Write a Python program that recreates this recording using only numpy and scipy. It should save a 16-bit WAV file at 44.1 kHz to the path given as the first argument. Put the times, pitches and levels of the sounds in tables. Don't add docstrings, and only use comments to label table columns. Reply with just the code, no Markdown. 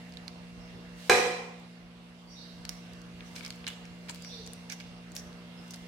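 import sys
import numpy as np
from scipy import signal
from scipy.fft import rfft, irfft
from scipy.io import wavfile
from scipy.ndimage import uniform_filter1d

SR = 44100
rng = np.random.default_rng(int(sys.argv[2]) if len(sys.argv) > 2 else 0)


def int16_out(signal):
    q = np.round(np.clip(np.atleast_2d(signal).T, -1, 1) * 32767)
    wavfile.write(sys.argv[1], SR, q.astype(np.int16))


def natural_amplitude(level_db):
    exponent = np.asarray(level_db, float) / 20
    return 10 ** exponent


N = 259249
LID_S = 1.0955

# frequency in Hz, left-right likeness from 0 to 1.
COHERENCE = [(30, 0.73), (70, 0.11), (130, 1), (300, 0.92), (500, 0.68), (800, 0.26), (1400, 0),
             (3000, 0.019), (15000, 0)]


def evened(x):
    return x / np.sqrt(np.mean(x ** 2) + 1e-20)


def read(points, hz):
    f, value = np.transpose(points)
    return np.interp(np.log(hz + 1), np.log(f + 1), value)


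def add(mix, s, sound):
    part = mix[..., round(s * SR):][..., :sound.shape[-1]]
    part += sound[..., :part.shape[-1]]


def resonate(x, hz, width):
    turn = np.exp(2j * np.pi * np.cumsum(hz * np.ones(x.shape[-1])) / SR)
    r = np.exp(-np.pi * width / SR)
    return 2 * (turn * signal.lfilter([1 - r], [1, -r], x / turn + 1e-18)).real


def steep(x, hz, width):
    return evened(resonate(resonate(x, hz, width), hz, width))


def colour(points):
    hz = abs(np.fft.fftfreq(4096, 1 / SR))
    log_gain = np.log(natural_amplitude(np.maximum(read(points, hz), -90)))
    return np.fft.ifft(np.exp(np.conj(signal.hilbert(log_gain)))).real[:2048]


def scattered(x):
    z = rfft(x)
    return irfft(z / (abs(z) + 1e-12), x.shape[-1])


def lumpy(x):
    return x / np.linalg.norm(x, axis=-1, keepdims=True)


def wander(hz):
    return evened(resonate(rng.standard_normal(N), 0, hz))


def diffuse(field_db, count):
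    frames = count // 256 + 5
    hz = np.fft.rfftfreq(1024, 1 / SR)[:, None]
    a, b, c, d = rng.standard_normal((frames, 513, 4)).T
    same = np.clip(read(COHERENCE, hz), -1, 1)
    left = a + 1j * b
    right = same * left + np.sqrt(1 - same ** 2) * (c + 1j * d)
    z = np.array([left, right]) * natural_amplitude(field_db(hz, np.arange(frames) * 256 / SR))
    return signal.istft(z, nperseg=1024, noverlap=768)[1][:, :count]


def air():
    # frequency in Hz, density in dB per Hz.
    air_spectrum = [(20, -27), (35, -1), (60, -0.5), (85, -5), (130, -9.5), (300, -10), (600, -12.5),
                    (1200, -14.5), (2600, -17), (5500, -24.5), (7000, -31), (8000, -31), (12000, -39),
                    (16000, -51)]
    patches = rng.standard_normal((N // 256 + 5, 513)).T
    patches = evened(uniform_filter1d(uniform_filter1d(patches, size=14, axis=0), size=15, axis=1))
    s = np.arange(N) / SR
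    lull_s, lull_width_s, lull_db = 1.96, 0.6, -4
    traffic_db = 1.5 * wander(0.79) + 0.4 * s
    traffic_db = traffic_db + lull_db * np.exp(-((s - lull_s) / lull_width_s) ** 2)
    traffic_db = traffic_db - traffic_db.mean()

    def field_db(hz, t):
        swell = np.interp(t, s, traffic_db) / (1 + (hz / 110) ** 4)
        return read(air_spectrum, hz) + 1.8 * patches + swell

    return natural_amplitude(-52.5) * evened(diffuse(field_db, N))


def hum():
    # frequency in Hz, level in dB.
    hum_lines = [(119.5, -63.5), (175.5, -49), (239.7, -56.5), (312, -73.5), (480, -64.5), (599, -69),
                 (657, -70), (720, -70.5), (2073, -73), (2164, -74.5), (2729, -72), (2810, -69)]
    # time in seconds, level in dB, frequency in Hz.
    pipe_glide = [
        (4.3, -60, 520),
        (4.36, -56.5, 463),
        (4.42, -53, 445.6),
        (4.5, -61, 469),
        (4.56, -59, 445),
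        (4.619, -93, 440),
    ]
    t, out = np.arange(N) / SR, np.zeros((2, N))
    for hz, db in hum_lines:
        swim = np.clip(0.06 * natural_amplitude((-47 - db) * 0.7), 0, 1)
        apart = np.arccos(np.clip(read(COHERENCE, hz), -1, 1)) * np.array([[0], [1]])
        phase = 2 * np.pi * (hz * t + rng.random()) + 1.4 * swim * wander(1.8)
        out += np.sqrt(2) * natural_amplitude(db + 6.3 * swim * wander(1.3)) * np.sin(phase + apart)
    s, db, hz = np.transpose(pipe_glide)
    moan_db = np.interp(t, s, db, -120, -120) + 4.8 * wander(21.0)
    moan = np.sin(2 * np.pi * np.cumsum(np.interp(t, s, hz)) / SR) * natural_amplitude(moan_db)
    return out + moan


def bird():
    # start within the phrase in seconds, length in seconds, start pitch in Hz,
    # end pitch in Hz, level in dB.
    phrase = [
        (0, 0.066, 4760, 4740, -2.5),
        (0.023, 0.067, 5640, 5680, 1),
        (0.054, 0.057, 5520, 5280, -9),
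        (0.078, 0.06, 3710, 3765, 2),
        (0.099, .055, 4340, 4250, 0),
        (.115, 0.065, 4680, 4700, -3),
        (.212, .036, 4000, 3670, -18),
    ]
    # start in seconds, level in dB, pitch factor.
    calls = [
        (2.257, -58, .995),
        (4.198, -56, 1.005),
    ]
    # start in seconds, length in seconds, start pitch in Hz, end pitch in Hz, level in dB.
    strays = [
        (0.576, 0.058, 5840, 5440, -69),
        (4.365, 0.11, 5870, 5900, -66),
        (5.562, 0.029, 5450, 5220, -63),
    ]
    out, shake = np.zeros(N), wander(124.0)
    sung = [(at + s, length, a * pitch, b * pitch, call_db + db)
            for at, call_db, pitch in calls for s, length, a, b, db in phrase]
    for s, length, start_hz, end_hz, db in sung + strays:
        t = np.arange(0, length, 1 / SR)
        hz = np.interp(t, [0, length], [start_hz, end_hz]) + 190 * shake[round(s * SR):][:len(t)]
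        note = np.sin(2 * np.pi * np.cumsum(hz) / SR) * signal.windows.tukey(len(t), .6)
        add(out, s, natural_amplitude(db + 10.5) * note)
    return out


def room(x):
    # frequency in Hz, 60 dB decay in seconds.
    decay_times = [(120, 0.47), (330, 0.67), (870, 1), (1600, 0.72), (2300, 0.86), (6060, 0.74),
                   (12000, 0.54)]
    t = np.arange(SR) / SR
    z = rfft(diffuse(lambda hz, t: -60 * t / read(decay_times, hz), SR))
    power = uniform_filter1d(abs(z.mean(0)) ** 2 + .3 * abs(z[0]) ** 2, size=40)
    tail = irfft(z / np.sqrt(power), SR)
    tail = tail * np.clip(t / 0.00048, 0, 1) * (t < .9)
    return signal.fftconvolve(x[None], tail / np.linalg.norm(tail[0]), axes=1)[:, :N]


def lid():
    # frequency in Hz, level in dB, 60 dB decay in seconds.
    modes = [(232, -15.5, 0.62), (381.3, -3.5, 0.36), (427.7, -2.5, 0.31), (492, 3, 0.6),
             (721.5, -4.5, 0.47), (758, -12, 0.58), (810, -6.5, 0.31), (1002, -4, 0.23), (1210, -28, 0.32),
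             (1236, -12.5, 0.51), (1603, -3, 0.16), (1636, 4, 0.082), (2065, -16, 0.29), (2364, -9, 0.48),
             (2397, 1, 0.37), (2433, -13, 0.39), (2487, -5.5, 0.45), (2573, -21, 0.35), (2980, -14, 0.2),
             (4030, -11.5, 0.47), (4250, -23, 0.13), (4900, -35, 0.15), (5500, -33, .3), (5460, -38, 0.25),
             (5860, -21.5, 0.61), (6300, -31, 0.27)]
    # frequency in Hz, density in dB per Hz.
    blow_spectrum = [(40, -20), (90, -17.5), (230, -21), (430, 0.5), (620, -9), (850, -5.5), (1300, -14),
                     (1650, -9), (2400, -9), (3200, -18.5), (5500, -19), (8000, -23), (12000, -34),
                     (16000, -47)]
    t = np.arange(SR) / SR
    ring = sum(natural_amplitude(db - 60 * t / t60) * np.sin(2 * np.pi * hz * t) for hz, db, t60 in modes)
    ring = ring * (1 - np.exp(-t / 0.002))
    blow = t[:600] * natural_amplitude(-60 * t[:600] / 0.0117)
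    burst = scattered(rng.standard_normal(600) * blow) * np.sqrt(blow / blow.max())
    crack = np.convolve(burst, colour(blow_spectrum))
    out = np.zeros((2, N))
    add(out[0], LID_S, natural_amplitude(-8.5) * ring / abs(ring).max())
    add(out[1], LID_S, natural_amplitude(-6) * crack / abs(crack).max())
    return out


def rustle():
    # full strength from in seconds, hold in seconds, level in dB.
    stirs = [
        (0.0, .02, -69),
        (2.3, 0.22, -67.5),
        (3.375, 0.062, -60),
        (4.133, 0.22, -64),
        (4.6, .1, -76),
        (5.66, .25, -66.5),
    ]
    # frequency in Hz, density in dB per Hz.
    grain_spectrum = [(1500, -17), (3000, 5.5), (5000, 2), (8000, -2), (12000, -8), (16000, -14)]
    t = np.arange(N) / SR
    rise, fall = 69, 55
    level = sum(natural_amplitude(db - rise * np.maximum(s - t, 0) - fall * np.maximum(t - s - hold, 0))
                for s, hold, db in stirs)
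    before = LID_S - t
    scrape = natural_amplitude(-53.5 - 52 * before)
    level = level + scrape * np.clip((0.16 - before) / 0.066, 0, 1) * (before > .006)
    grains = natural_amplitude(0.65 * np.minimum(rng.exponential(1, (N, 2)).T, 5)) * rng.standard_normal((N, 2)).T
    fizz = signal.oaconvolve(grains, colour(grain_spectrum)[None], axes=1)[:, :N]
    return natural_amplitude(2.0) * level * evened(fizz)


def brittle(shake, db, hz, foil_db, sizzle_db, top_hz):
    foil = steep(shake, 2260, 490) + 0.55 * steep(shake, 1686, 530) + 1.12 * steep(shake, 2800, 2200)
    rings = 0.77 * steep(shake, hz, 0.18 * hz) + 1.17 * steep(shake, hz * 0.96, 3180)
    sizzle = natural_amplitude(sizzle_db - 3.0) * steep(shake, 6000, 10600)
    sound = evened(rings) + natural_amplitude(foil_db) * evened(foil) + sizzle
    band = signal.butter(2, [900, min(top_hz, .45 * SR)], "band", fs=SR)
    sound = signal.lfilter(*band, sound)
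    return natural_amplitude(db) * sound / abs(sound).max()


def break_shake():
    t = np.arange(3000) / SR
    noise = rng.standard_normal((2, 3000))
    blow = (1 - np.exp(-t / .0006)) * natural_amplitude(-60 * t / .009)
    burst = scattered((noise[0] + noise) * blow) + 0.89 * lumpy(noise * blow)
    return evened(burst * np.sqrt(blow)) + 1.7 * noise * natural_amplitude(-60 * t / 0.047)


def crush_shake(length):
    t = np.arange(3000) / SR
    noise, size = rng.standard_normal((2, 2, 3000))
    swarm = natural_amplitude(4.34 * evened(uniform_filter1d(size[0], size=30)))
    press = np.clip(t / (0.17 * length), 0, 1) * natural_amplitude(-60 * np.maximum(t - length, 0) / 0.049)
    return noise * swarm * press


def sticks():
    # start in seconds, peak in dB, ring in Hz, left-right balance in dB.
    snaps = [(0.1224, -45.5, 4570, -10), (0.1708, -35.5, 3680, -9), (0.2799, -30.5, 4360, -9),
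             (2.6515, -32, 4240, 2), (3.3622, -33.5, 4200, -2), (3.449, -32.5, 5160, -2),
             (3.462, -29, 4900, -2), (3.5042, -30, 4360, -2), (3.5249, -43.5, 3040, 3),
             (3.6754, -27.5, 2800, 4), (3.68, -27, 7330, -5), (3.7017, -37, 3360, 3),
             (4.4632, -42, 7000, 6), (5.329, -48, 3900, -11)]
    # start in seconds, peak in dB, ring in Hz, left-right balance in dB.
    ticks = [(0.0944, -46, 3200, -8), (1.598, -49, 4050, 3), (2.6918, -24.5, 5500, -10.5),
             (2.9338, -45.5, 4900, -8), (3.0162, -44, 5860, -6), (3.356, -38, 6500, -7),
             (3.432, -46, 6000, 5), (3.4784, -41, 6500, 1), (3.558, -50, 7000, -2), (5.1183, -42, 7000, -9),
             (4.146, -42.5, 4530, 10), (4.158, -40, 4630, -1), (4.2222, -40, 7500, -2),
             (4.474, -36, 5000, -4.0), (4.5331, -34.5, 8900, -1.5), (4.7219, -32.5, 5040, -13),
             (5.1514, -40, 7000, 6), (5.1646, -27, 5500, -7.5), (5.6797, -48, 5700, 4),
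             (5.7082, -35, 5900, -2.5), (5.7596, -44, 4530, 1.5)]
    # start in seconds, peak in dB, ring in Hz, left-right balance in dB.
    landings = [
        (0.1373, -44.5, 4220, -7),
        (3.667, -28, 4030, -11),
        (3.8532, -39, 5270, -3.5),
        (4.0954, -32.5, 4300, 9.5),
        (4.2474, -37, 4650, 2),
        (4.6989, -35.5, 6150, -21),
        (4.912, -54, 3500, 6),
        (5.7394, -42, 5350, -8),
    ]
    # start in seconds, peak in dB, ring in Hz, left-right balance in dB.
    knocks = [
        (3.2065, -34.5, 3160, -7),
        (3.4074, -41, 3430, 15),
        (3.6426, -37, 3380, 1),
    ]
    # start in seconds, peak in dB, ring in Hz, foil body in dB,
    # length in seconds.
    crushes = [(3.248, -52.5, 5840, -17, 0.049), (3.423, -44, 3500, 19, 0.046),
               (3.677, -32.5, 2770, -10, 0.0071), (3.682, -44.5, 2940, -11, 0.053),
               (4.083, -38.5, 4150, 1, 0.017), (4.085, -40, 960, -27, 0.014),
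               (4.092, -40, 7400, -25, 0.017), (4.695, -39.5, 4540, 0, 0.014),
               (4.714, -36.5, 5700, -0.5, 0.021), (4.798, -37.5, 4450, 7, 0.0089),
               (5.173, -42, 5760, -16, 0.023), (5.704, -43, 5800, -21, 0.015)]
    # start in seconds, peak in dB, ring in Hz, foil body in dB,
    # length in seconds.
    crumbles = [
        (2.697, -54, 5400, 4, 0.034),
        (3.352, -38, 5260, 7, 0.03),
        (3.375, -45, 5000, -1.5, 0.021),
        (5.155, -39, 12100, -21, .016),
        (5.736, -37, 4960, -28, 0.0067),
    ]
    # foil body in dB, sizzle in dB, top in Hz
    single_kinds = [(snaps, (-10.5, -19, 12700)), (ticks, (-45, 1.6, 16000)),
                    (landings, (-1.5, -20, 10700)), (knocks, (23, -19, 4600))]
    # sizzle in dB, top in Hz
    swarm_kinds = [(crushes, (-13, 16000)), (crumbles, (5.8, 12000))]
    out = np.zeros((2, N))
    for rows, tone in single_kinds:
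        for s, db, hz, pan_db in rows:
            pan = natural_amplitude([[(pan_db + 9.0) / 2], [-(pan_db + 3.5) / 2]])
            add(out, s, brittle(break_shake(), db + 2.0, hz, *tone) * pan)
    for rows, tone in swarm_kinds:
        for s, db, hz, foil_db, length in rows:
            add(out, s, brittle(crush_shake(length), db + 7.5, hz, foil_db, *tone))
    return out


def scene():
    near, (ring, crack) = sticks(), lid()
    echoes = room(natural_amplitude(-8.5) * near.mean(0) + natural_amplitude(-4.5) * ring + natural_amplitude(7.0) * crack + bird())
    return near + ring + crack + echoes + rustle() + hum() + air()


def roll_off(x):
    return signal.sosfilt(signal.butter(12, 16490, fs=SR, output="sos"), x)


def record(dry):
    # frequency in Hz, left-right balance in dB.
    port_balance = [(60, -10.5), (110, -1.5), (200, -0.5), (380, 1.5), (700, -2.5), (1290, -1), (2380, -3),
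                    (4400, -8.5), (8120, 3.5), (15000, 4.5)]
    hz = np.fft.rfftfreq(N, 1 / SR)
    lean = read(port_balance, hz) / 2
    band = (hz < 16300) / (1 + (45 / (hz + 1)) ** 6)
    ported = irfft(rfft(dry) * natural_amplitude([lean, -lean]) * band, N)
    duck_db, lag_s, fall_s, hold_s, back_s = -3.5, 0.27, 0.5, 0.41, 0.4
    turns_s = LID_S + np.cumsum([lag_s, fall_s, hold_s, back_s])
    gain_db = np.interp(np.arange(N) / SR, turns_s, [0, duck_db, duck_db, 0])
    return roll_off(ported * natural_amplitude(gain_db))


dry = scene()
out = record(dry)
int16_out(out)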